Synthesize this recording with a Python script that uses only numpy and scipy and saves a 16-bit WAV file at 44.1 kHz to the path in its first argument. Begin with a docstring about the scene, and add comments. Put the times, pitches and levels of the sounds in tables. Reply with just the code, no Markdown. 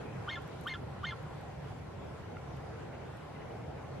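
"""Water bird on a lagoon

A water bird gives three short honks across a shallow lagoon. Each is a harmonic tone, filtered by throat
and bill, that steps up to a held note and down again over a faint rasp. Feeding birds call faintly and
stir the water, with plops of ringing bubbles and tiny sharp ticks. Distant traffic or wind rumbles on."""
import sys
import numpy as np
from scipy import signal
from scipy.fft import rfft, irfft, next_fast_len
from scipy.io import wavfile
from scipy.ndimage import uniform_filter1d, map_coordinates

SR = 44100
rng = np.random.default_rng(int(sys.argv[2]) if len(sys.argv) > 2 else 0)


def generate_wav(signal):
    """Clip the signal to [-1, 1] and save it as 16-bit WAV at the path in sys.argv[1]."""
    frames = np.transpose(np.atleast_2d(signal))
    scaled = np.clip(frames, -1, 1) * 32767
    pcm = np.round(scaled).astype(np.int16)
    wavfile.write(sys.argv[1], SR, pcm)


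N = 176400

# honks (start [s], level [dB], length [ratio], tuning [ratio], closing note gain [dB])
HONKS = [(.272, -42.5, 1.01, 1.012, -1), (0.656, -42, 0.97, 1.01, -10), (1.030, -42, 0.94, 1.006, 1.5)]
# notes of a honk before its scaling (onset [s], length [s], pitch [Hz], glide [Hz/s], level [dB],
# overtone gain [dB], rasp level [dB], roughness [0-1])
HONK_NOTES = [(0, .010, 1090, 11000, -2, -11, -15.5, .1), (.0095, .013, 1300, 23000, 4.5, -4, -13, .12),
              (.0225, .010, 1755, 7000, -1.5, 4, -16, .15), (.0355, .039, 2108, 900, 0, 3.5, -9, .05),
              (.080, .014, 1730, -2200, -3, -3, -9.5, .2), (.095, .012, 1385, -2000, -5.5, -9, -14.5, .2),
              (.106, .007, 1090, -3000, -5.5, -18, -30, 0.25)]
# source harmonics 1-4 (level [dB])
HARMONICS = [1.5, -7, -20.5, -29]
# throat and bill response; rasp spectrum (frequency [Hz], gain [dB])
VOCAL_TRACT = [(700, -5), (1100, 1), (1400, 3.5), (1580, -9.5), (1750, 0), (2100, 0.5), (2350, -18),
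               (2750, -24), (3080, 10.5), (3550, 5.5), (3900, -9.5), (4230, -9), (5400, -6.5), (6350, -6),
               (7500, -4.5), (11000, -44)]
RASP_SPECTRUM = [(400, -50), (850, -1.5), (1350, -12), (2000, -11), (2600, -12), (3150, -1.5), (3500, -7.5),
                 (3900, -18), (5500, -27), (9000, -47)]
# distant calls (centre time [s], pitch [Hz], level [dB])
FAR_NOTES = [(2.935, 2060, -60), (3.355, 2080, -62), (3.415, 1960, -63), (3.642, 2130, -62)]
# plops (time [s], starting pitch [Hz], ring level [dB], splash level [dB])
PLOPS = [(2.368, 1335, -36.5, -51), (2.571, 2980, -54, -59), (3.508, 2870, -51, -58)]
# dabbling strokes (centre time [s], half width [s], level [dB])
SWISHES = [(.09, 0.15, -58), (2.94, 0.02, -61), (3.35, 0.017, -62), (3.44, .035, -60)]
# clicks (time [s], approximate peak [dB], T60 [s])
TICKS = [(0.4202, -52, 0.0039), (.4785, -49, 0.0038), (0.612, -43, 0.0055), (0.6383, -47.5, 0.0074),
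         (.6495, -53, 0.0049), (.669, -55, 0.08), (.683, -58, .04), (1.229, -54, 0.0046),
         (1.4125, -53, 0.0044), (2.569, -52, 0.0054), (3.172, -53, .005)]
# spectra of the noise sources (frequency [Hz], level [dB])
SPLASH_SPECTRUM = [(500, -17), (1400, -6), (2400, 12), (3500, -16), (8000, -28)]
SWISH_SPECTRUM = [(600, -17), (1300, 2), (2100, 4), (3000, -6), (4200, -27), (9000, -41)]
TICK_SPECTRUM = [(1500, -18), (5000, -2), (8500, -1.5), (12300, 3), (15000, -3)]
RUMBLE_SPECTRUM = [(20, -50), (35, -31), (41, -20.5), (50, -13.5), (71, -3.5), (103, -3.5), (139, 1),
                   (194, -10), (301, -17.5), (330, -12), (430, -37), (730, -120)]
WASH_SPECTRUM = [(150, -23.5), (250, -2.5), (301, -4), (440, 2), (640, -3), (790, -1.5), (870, -5.5),
                 (1000, -11.5), (1300, -42), (2200, -120)]
HISS_SPECTRUM = [(590, -29), (1030, 0), (1200, -6.2), (1400, -3.5), (1650, -8), (1990, -9.5), (3580, -18.5),
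                 (12200, -34), (13500, -41.5)]
# background envelopes before their gains (time [s], level [dB])
WASH_ENVELOPE = [(0.0, -47), (0.6, -50), (2.6, -50.3), (3.0, -49.3), (3.55, -49.5), (3.75, -47.5),
                 (4.0, -49)]
HISS_ENVELOPE = [(0.0, -54.5), (1.6, -56), (4.0, -56.4)]
# left-right likeness of the noise (frequency [Hz], correlation [-1 to 1])
COHERENCE = [(110, 1), (200, 0.76), (360, 0.04), (670, 0.29), (1220, 0.63), (2220, 0.23), (4050, -0.08),
             (7390, -0.16), (13500, -0.34)]
# background balance (frequency [Hz], left over right [dB])
BACKGROUND_PAN = [(60, 0.3), (330, -1.9), (800, 1), (4000, -0.1)]
# decay of the outdoor echo (frequency [Hz], T60 [s])
SHORE_DECAY = [(500, 0.55), (2000, 0.27), (4300, 0.3), (10000, 0.11)]

ATTACK_S, RING_T60_S, JITTER, FLUTTER_DB = .003, .042, .009, 3
SAG_HZ_PER_S2, DULLING_DB_PER_S = 38500, 100  # a held note droops ever faster and loses its overtones
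RASP_HZ, RASP_JITTER, RASP_AIR = 346, .035, .6
FAR_WIDTH_S, FAR_GLIDE_HZ_PER_S, FAR_JITTER = .015, -3000, .08
PLOP_T60_S, PLOP_RISE_S, PLOP_GLIDE_PER_S = .033, .0012, 5
RIPPLES_PER_S, RIPPLE_HZ, RIPPLE_DB, RIPPLE_SPREAD_DB, RIPPLE_CYCLES = 45, 2300, -67, 2.5, 12
SWISH_GRAIN_DB, SHORE_DB, TOP_HZ = 3.5, -21, 13900
RUMBLE_DB, WASH_GAIN_DB, HISS_GAIN_DB = -46, .76, 1


def honk(length, tuning, closing_db):
    """Source and filter: throat and bill weight the harmonics of notes that ring on into one another."""
    n = SR // 5
    t = np.arange(n) / SR
    tone, rasp_envelope, phase = np.zeros((3, n))
    for step, (onset, held, pitch, glide, db, bright_db, rasp_db, rough) in enumerate(HONK_NOTES, 1):
        age = np.maximum(t - onset * length, 0)
        sung = np.minimum(age, held * length)
        attack = 1 - np.exp(-(age / ATTACK_S) ** 2)
        envelope = attack * amp(closing_db * (step == len(HONK_NOTES)) - 60 * (age - sung) / RING_T60_S)
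        hz = tuning * (pitch + glide * sung - SAG_HZ_PER_S2 * sung ** 2)
        hz *= 1 + JITTER * wobble(602.3, n)
        free_phase = 2 * np.pi * np.cumsum(hz) / SR
        takeover = np.argmax(age > ATTACK_S)
        phase = free_phase - free_phase[takeover] + phase[takeover]  # in step with the note before
        brightness = bright_db - DULLING_DB_PER_S * sung
        note = np.zeros(n)
        for k, level in enumerate(HARMONICS, 1):
            source_db = level + (k > 1) * (brightness + flutter(n))
            note += amp(source_db + along(VOCAL_TRACT, k * hz)) * np.sin(k * phase)
        tone += np.sqrt(2) * amp(db) * envelope * note * (1 + rough * wobble(902.6, n))
        rasp_envelope += amp(rasp_db) * envelope
    return tone + rasp_envelope * rasp(n)


def rasp(n):
    """Pulse excitation: a jittered pulse train, each pulse followed by a fading puff of air noise."""
    cycles = np.cumsum(RASP_HZ * (1 + RASP_JITTER * wobble(400, n))) / SR
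    pulses = unit(np.diff(np.floor(cycles), prepend=0))
    air = unit(rng.standard_normal(n) * (1 - cycles % 1) ** 2)
    return amp(flutter(n)) * unit(coloured(pulses + RASP_AIR * air, RASP_SPECTRUM))


def flutter(n):
    """Random amplitude modulation of the voice, in dB."""
    return FLUTTER_DB * wobble(156.6, n)


def bird():
    """A single source straight ahead gives three nearly identical honks."""
    out = np.zeros(N)
    for start, db, length, tuning, closing_db in HONKS:
        add(out, start, amp(db) * honk(length, tuning, closing_db))
    return out


def flock():
    """Random frequency modulation makes the falling notes of distant birds husky."""
    out, n = np.zeros(N), SR // 5
    t = (np.arange(n) - n // 2) / SR
    for centre, pitch, db in FAR_NOTES:
        hz = (pitch + FAR_GLIDE_HZ_PER_S * t) * (1 + FAR_JITTER * wobble(599, n))
        envelope = np.sqrt(2) * amp(db) * np.exp(-(t / FAR_WIDTH_S) ** 2 / 2)
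        add(out, centre + t[0], envelope * np.sin(2 * np.pi * np.cumsum(hz) / SR))
    return out


def bubble(hz, t60):
    """A small air pocket rings as a damped oscillator of rising pitch."""
    t = np.arange(SR // 10) / SR
    envelope = amp(-60 * t / t60) * (1 - np.exp(-t / PLOP_RISE_S))
    return envelope * np.sin(2 * np.pi * hz * t * (1 + PLOP_GLIDE_PER_S * t / 2))


def water():
    """Bubble resonance: a few plops, each with a noisy splash, over faint scattered ripples."""
    out, t = np.zeros((2, N)), np.arange(SR // 10) / SR
    for start, hz, db, splash_db in PLOPS:
        splash = burst(t, SPLASH_SPECTRUM, PLOP_T60_S)
        add(out, start, amp(db) * bubble(hz, PLOP_T60_S) + amp(splash_db) * splash)
    for when, side, pitch, chance in rng.uniform(.01, .99, (int(RIPPLES_PER_S * N / SR), 4)):
        hz = RIPPLE_HZ * (pitch / (1 - pitch)) ** .2
        pan = np.sqrt([[2 * side], [2 - 2 * side]])
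        gain = amp(RIPPLE_DB - RIPPLE_SPREAD_DB * np.log(chance))
        add(out, when * N / SR, pan * gain * bubble(hz, t60=RIPPLE_CYCLES / hz))
    return out


def dabbling():
    """Modulated noise: bills and feet push through the water in short, grainy swells."""
    t = np.arange(N) / SR
    swell = sum(amp(db) * np.exp(-((t - centre) / width) ** 2 / 2) for centre, width, db in SWISHES)
    return swell * unit(rush(SWISH_SPECTRUM, patchy_db=3) * amp(SWISH_GRAIN_DB * wobble(150)))


def ticks():
    """Broadband transients: fast decays are heard as dry clicks, slower ones as a crackle."""
    out, t = np.zeros(N), np.arange(SR // 20) / SR
    for start, db, t60 in TICKS:
        add(out, start, amp(db) / 2 * burst(t, TICK_SPECTRUM, t60))
    return out


def shore_echo(x):
    """Reverberation: convolution with a diffuse tail whose treble dies first."""
    hz, t, noise = signal.stft(rng.standard_normal((2, SR // 2)), SR, nperseg=256)
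    decay = amp(-60 * t / along(SHORE_DECAY, hz)[:, None])
    tail = signal.istft(noise * decay, SR, nperseg=256)[1]
    return signal.fftconvolve(x[None], tail / np.linalg.norm(tail[0]), axes=1)[:, :N]


def ambient_noise():
    """Ambient noise: a rumble and a soft wash from far off, and a faint hiss of water, each drifting in level."""
    t = np.arange(N) / SR
    rumble = amp(RUMBLE_DB + .56 * wobble(2.84)) * rush(RUMBLE_SPECTRUM, patchy_db=1)
    wash = amp(curve(WASH_ENVELOPE, t) + WASH_GAIN_DB) * rush(WASH_SPECTRUM, patchy_db=1.4)
    hiss_db = curve(HISS_ENVELOPE, t) + HISS_GAIN_DB + .55 * wobble(8.2)
    hiss = amp(hiss_db) * rush(HISS_SPECTRUM, patchy_db=1.55)
    return filtered(rumble + wash + hiss, lambda hz: amp(np.outer([.5, -.5], along(BACKGROUND_PAN, hz))))


def rush(spectrum, patchy_db):
    """Partly coherent stereo noise of rms 1, its gain patchy in time and frequency."""
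    noise = signal.stft(rng.standard_normal((2, N)), nperseg=512)[2]
    patches = uniform_filter1d(rng.standard_normal(noise.shape[1:]), size=6, axis=0)
    patches = uniform_filter1d(patches, size=14, axis=1)
    pair = signal.istft(noise * amp(patchy_db * unit(patches)), nperseg=512)[1][:, :N]

    def response(hz):
        angle = np.arccos(np.clip(along(COHERENCE, hz), -1, 1)) / 2
        return amp(along(spectrum, hz)) * [np.cos(angle), np.sin(angle)]

    mid, side = filtered(pair, response)
    return unit(np.array([mid + side, mid - side]))


def burst(t, spectrum, t60):
    """Coloured noise in exponential decay."""
    return unit(coloured(rng.standard_normal(len(t)), spectrum)) * amp(-60 * t / t60)


def amp(db):
    """Decibels to amplitude ratio."""
    return 10 ** (np.asarray(db) / 20)


def unit(x):
    """Normalisation to rms 1."""
    return x / np.sqrt(np.mean(x ** 2) + 1e-20)


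def along(points, hz):
    """Interpolation in log frequency."""
    frequencies, values = np.transpose(points)
    return np.interp(np.log(hz + 1), np.log(frequencies + 1), values)


def curve(points, t):
    """Linear interpolation in time."""
    return np.interp(t, *np.transpose(points))


def wobble(rate, n=N):
    """Smooth random modulation, rate knots a second."""
    return map_coordinates(rng.standard_normal(int(n * rate / SR) + 4), [np.arange(n) * rate / SR])


def filtered(x, response):
    """Linear filtering: the spectrum times a frequency response."""
    n = x.shape[-1]
    padded = next_fast_len(n + SR // 2)
    return irfft(rfft(x, padded) * response(np.fft.rfftfreq(padded, 1 / SR)), padded)[..., :n]


def coloured(x, spectrum):
    """Spectral shaping by (frequency [Hz], gain [dB]) points."""
    return filtered(x, lambda hz: amp(along(spectrum, hz)))


def add(track, start, sound):
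    """Superposition of a sound on a track at start seconds."""
    part = track[..., max(0, round(start * SR)):][..., :sound.shape[-1]]
    part += sound[..., :part.shape[-1]]


def scene():
    """Superposition of the calls, their echo, the water and the distant noise."""
    background = ambient_noise()
    calls = bird() + flock()
    return background + calls + amp(SHORE_DB) * shore_echo(calls) + ticks() + water() + dabbling()


def record(dry):
    """Band limiting: an ideal low-pass filter passes nothing above TOP_HZ."""
    return filtered(dry, lambda hz: hz < TOP_HZ)


dry = scene()
out = record(dry)
generate_wav(out)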